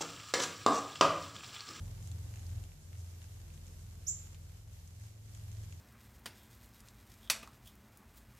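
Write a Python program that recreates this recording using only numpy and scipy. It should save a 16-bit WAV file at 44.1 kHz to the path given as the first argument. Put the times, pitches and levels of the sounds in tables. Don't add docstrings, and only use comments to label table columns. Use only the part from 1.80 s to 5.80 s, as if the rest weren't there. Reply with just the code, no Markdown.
import sys
import numpy as np
from scipy import signal
from scipy.fft import rfft, irfft
from scipy.io import wavfile
from scipy.ndimage import uniform_filter1d

SR = 44100
rng = np.random.default_rng(int(sys.argv[2]) if len(sys.argv) > 2 else 0)


def unload_wav(signal):
    wavfile.write(
        sys.argv[1],
        SR,
        np.round(np.clip(np.atleast_2d(signal).T, -1, 1) * 32767).astype(np.int16),
    )


N = 176400


def undb(db):
    return 10 ** (np.asarray(db) / 20)


def unit(x):
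    return x / np.sqrt(np.mean(x ** 2))


def curve(rows):
    return np.interp(np.arange(N) / SR, *np.array(rows, float).T)


def pan(db):
    return undb(np.array([[db], [-db]]) / 2)


def colour(x, rows):
    hz, db = np.array(rows, float).T
    bin_hz = np.maximum(np.fft.rfftfreq(N, 1 / SR), 1)
    gain = undb(np.interp(np.log(bin_hz), np.log(hz), db))
    return unit(irfft(rfft(x) * gain, N))


def resonance(x, hz, q):
    for stage_q in (q, q / 2):
        x = signal.lfilter(*signal.iirpeak(hz, stage_q, fs=SR), x)
    return unit(x)


def wander(rate_hz):
    span = int(SR / rate_hz)
    steps = np.repeat(rng.standard_normal(N // span + 1), span)
    return unit(uniform_filter1d(uniform_filter1d(steps, span), span)[:N])


def reverberation(x, t60_s):
    t = np.arange(SR // 2) / SR
    build_up = 1 - np.exp(-t / .003)
    tail = rng.standard_normal((2, len(t))) * np.exp(-np.log(1000) * t / t60_s) * build_up
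    tail /= np.sqrt(np.sum(tail ** 2, axis=1, keepdims=True))
    return signal.fftconvolve(np.atleast_2d(x), tail, axes=1)[:, :N]


# frequency in Hz, relative level in dB.
RUMBLE_SPECTRUM = [(25, -22), (45, -4), (65, 5), (110, 3), (160, -2), (220, -8.5), (330, -12.5), (500, -15),
                   (800, -19.5), (1200, -26), (2500, -35)]
# time in seconds, gain in dB.
ENGINE_SWELL = [(0, 6), (.2, 3), (.78, 4), (.97, -1.5), (1.2, 0.5), (2.4, 0), (2.9, -2), (3.4, -2),
                (3.85, 2), (4, -1.5)]


def engine_rumble():
    mid, side = colour(rng.standard_normal((2, N)), RUMBLE_SPECTRUM)
    side = signal.sosfilt(signal.butter(1, 315, "high", fs=SR, output="sos"), side)
    return undb(curve(ENGINE_SWELL) - 60.5) * pan(2) * np.array([mid + side, mid - side])


# time in seconds, rate in Hz.
CYCLE_RATE = [(0, 21.8), (.7, 21.52), (1.3, 21.41), (1.8, 21.09), (2.6, 21.07), (3.3, 21.32), (4, 20.96)]
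STRONG_HARMONICS = {2: [(0.0, -46.5), (0.21, -55), (0.29, -71), (0.76, -51), (1.25, -69.5), (1.63, -56),
                    (3.02, -60), (3.27, -72), (3.85, -55), (4.0, -72)], 4: [(0.0, -41.5), (0.15, -53),
                    (0.33, -41.5), (0.53, -50.5), (0.7, -41.5), (0.88, -49.5), (0.93, -64), (1.19, -44.5),
                    (1.5, -52), (2.75, -51.5), (2.85, -61), (2.96, -55), (3.22, -52), (3.39, -65.5),
                    (3.68, -49.5), (4.0, -50)], 5: [(0.0, -49.5), (0.6, -47), (0.63, -59), (0.78, -41.5),
                    (0.97, -81.5), (1.17, -46.5), (1.26, -60.5), (1.56, -52.5), (1.92, -78), (2.07, -49.5),
                    (2.12, -57.5), (2.66, -58), (2.95, -54), (3.03, -73.5), (3.24, -47.5), (3.3, -55),
                    (3.81, -44.5), (4.0, -57.5)]}
# harmonic number, relative level in dB.
WEAK_HARMONICS = [(3, -57.5), (7, -61.5), (8, -75.5), (9, -72.5), (10, -77)]


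def engine_throb():
    cycle_phase = 2 * np.pi * np.cumsum(curve(CYCLE_RATE)) / SR

    def harmonic(number, drift_rad):
        offset = 2 * np.pi * rng.random() + drift_rad * wander(12)
        return np.sqrt(2) * np.sin(number * cycle_phase + offset)

    strong = sum(undb(curve(rows)) * harmonic(number, drift_rad=.326)
                 for number, rows in STRONG_HARMONICS.items())
    weak = sum(undb(db + 3.5 * wander(12)) * harmonic(number, drift_rad=1.304)
               for number, db in WEAK_HARMONICS)
    return strong + undb(curve(ENGINE_SWELL) - 4.5) * weak


# frequency in Hz, relative level in dB.
HISS_SPECTRUM = [(100, -9.5), (1000, -1), (2500, 0.5), (4700, 0), (6200, 1), (7400, 1.5), (8600, -3.5),
                 (10000, -2), (12000, -1), (14500, -5)]
# time in seconds, relative level in dB.
ACTIVITY = [(0, -66), (.55, -65.5), (.8, -66), (.97, -70), (1.4, -66.5), (1.75, -68), (1.9, -67.5),
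            (2.15, -68.5), (2.45, -65.5), (2.62, -69.5), (2.77, -67.5), (2.86, -73.5), (2.94, -66.5),
            (3.15, -70), (3.27, -66.5), (3.36, -72), (3.55, -66.5), (3.75, -66.5), (4, -67)]


def hiss():
    smooth = colour(rng.standard_normal((2, N)), HISS_SPECTRUM)
    sizzle = resonance(rng.standard_normal((2, N)), hz=6970, q=1.89)
    flicker = undb(-8 + 3.5 * wander(24.63))
    return undb(curve(ACTIVITY) + 3.5) * pan(-1.14) * (smooth + flicker * sizzle)


# frequency in Hz, relative level in dB.
NIBBLE_SPECTRUM = [(400, -4.5), (1200, 2), (2200, 0.5), (3800, -1.5), (5000, -2.5), (7000, 5.5), (9000, -7),
                   (15000, -21.5)]
NIBBLES_PER_S, NIBBLE_DB, CAGE_PAN_DB = 130, -71, -2


def nibbling():
    onsets = rng.random(N) < NIBBLES_PER_S / SR
    strength = undb(3.5 * np.minimum(rng.exponential(size=N), 2.6))
    direction = 2 * np.pi * rng.random(N)
    clicks = onsets * strength * np.array([np.cos(direction), np.sin(direction)])
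    smeared = clicks + undb(-8.5) * reverberation(clicks, t60_s=.0206)
    envelope = unit(undb(curve(ACTIVITY)))
    return undb(NIBBLE_DB) * envelope * pan(CAGE_PAN_DB) * colour(smeared, NIBBLE_SPECTRUM)


# time after its onset in seconds, relative level in dB.
CHIP_ENVELOPE = [(0, -13.5), (.005, -7), (.013, -4), (.02, -3.5), (.026, 0), (.033, -55)]
CHIP_START_S, CHIP_ATTACK_S, CHIP_GLIDE_S = 2.2645, .005, .022
CHIP_FROM_HZ, CHIP_TO_HZ, CHIP_JITTER_HZ = 4796, 7280, 129.7


def chip():
    age = np.arange(N) / SR - CHIP_START_S
    rise = np.sin(np.pi / 2 * np.clip(age / CHIP_GLIDE_S, 0, 1))
    hz = CHIP_FROM_HZ + (CHIP_TO_HZ - CHIP_FROM_HZ) * rise + CHIP_JITTER_HZ * wander(500)
    phase = 2 * np.pi * np.cumsum(hz) / SR
    attack = np.clip(age / CHIP_ATTACK_S, 0, 1)
    envelope = attack * undb(np.interp(age, *np.array(CHIP_ENVELOPE).T, right=-np.inf))
    octave = 2 * undb(-13) * (1 - rise) ** 2 * np.sin(2 * phase)
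    call = envelope * (np.sin(phase) + octave)
    room = reverberation(call, t60_s=.427)
    near_walls = undb(2) * reverberation(call, t60_s=.148)
    return undb(-34.5) * pan(-7) * call + undb(-29) * pan(-3) * (room + near_walls)


# start in seconds, relative level in dB, frequency of the leaf's snap
# in Hz, level of the bright edge relative to the snap in dB.
LEAF_BITES = [(.2254, -52, 3200, 6), (.2738, -46.5, 3800, 4.5), (0.3155, -44, 3700, 2),
              (.5392, -46.5, 2200, -4.5), (0.5581, -47.5, 2300, 2.5), (.572, -50.5, 2200, -1),
              (.594, -50, 2830, 4), (0.6657, -46, 5300, -5.5), (.7028, -57, 3400, 8),
              (0.838, -47, 3050, -1), (.9178, -52, 2498, -9), (1.1301, -49, 2180, -4.5),
              (1.152, -52, 2000, -8), (1.4177, -46.5, 2450, -7), (1.702, -51, 2899, -6.5),
              (1.7389, -53.5, 3000, 4), (1.7761, -50.5, 2960, -5.5), (1.8668, -55.5, 3495, 7.5),
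              (1.8801, -54.5, 3220, 7), (2.4294, -53.5, 3500, 1.5), (2.5457, -46, 2700, -6),
              (2.9317, -61, 3000, 9.5), (3.0754, -59.5, 3500, 13), (3.2106, -53, 1970, -0.5),
              (3.5483, -50, 3500, 5), (3.7162, -51.5, 2980, 5.5), (3.9245, -44, 2200, -0.5)]
BITE_DECAY_S, BITE_STEREO_WIDTH = .000934, .7


def bites():
    direct = np.zeros((2, N))
    t = np.arange(SR // 40) / SR
    envelope = np.sqrt(t) * np.exp(-t / BITE_DECAY_S)
    for start_s, db, snap_hz, edge_db in LEAF_BITES:
        mid, side = rng.standard_normal((2, len(t))) * envelope
        tear = np.array([mid + BITE_STEREO_WIDTH * side, mid - BITE_STEREO_WIDTH * side])
        snap = resonance(tear, hz=snap_hz, q=1.59)
        edge = resonance(tear, hz=6687, q=3.76)
        bite = undb(db - 20) * (snap + undb(edge_db) * edge)
        onset = int(start_s * SR)
        direct[:, onset:onset + len(t)] += bite[:, :N - onset]
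    return pan(CAGE_PAN_DB) * (direct + undb(-8) * reverberation(direct, t60_s=.06))


def scene():
    return bites() + nibbling() + hiss() + engine_throb() + engine_rumble() + chip()


def record(dry):
    return signal.sosfilt(signal.ellip(10, .2, 70, 14600, fs=SR, output="sos"), dry)


dry = scene()
out = record(dry)
unload_wav(out)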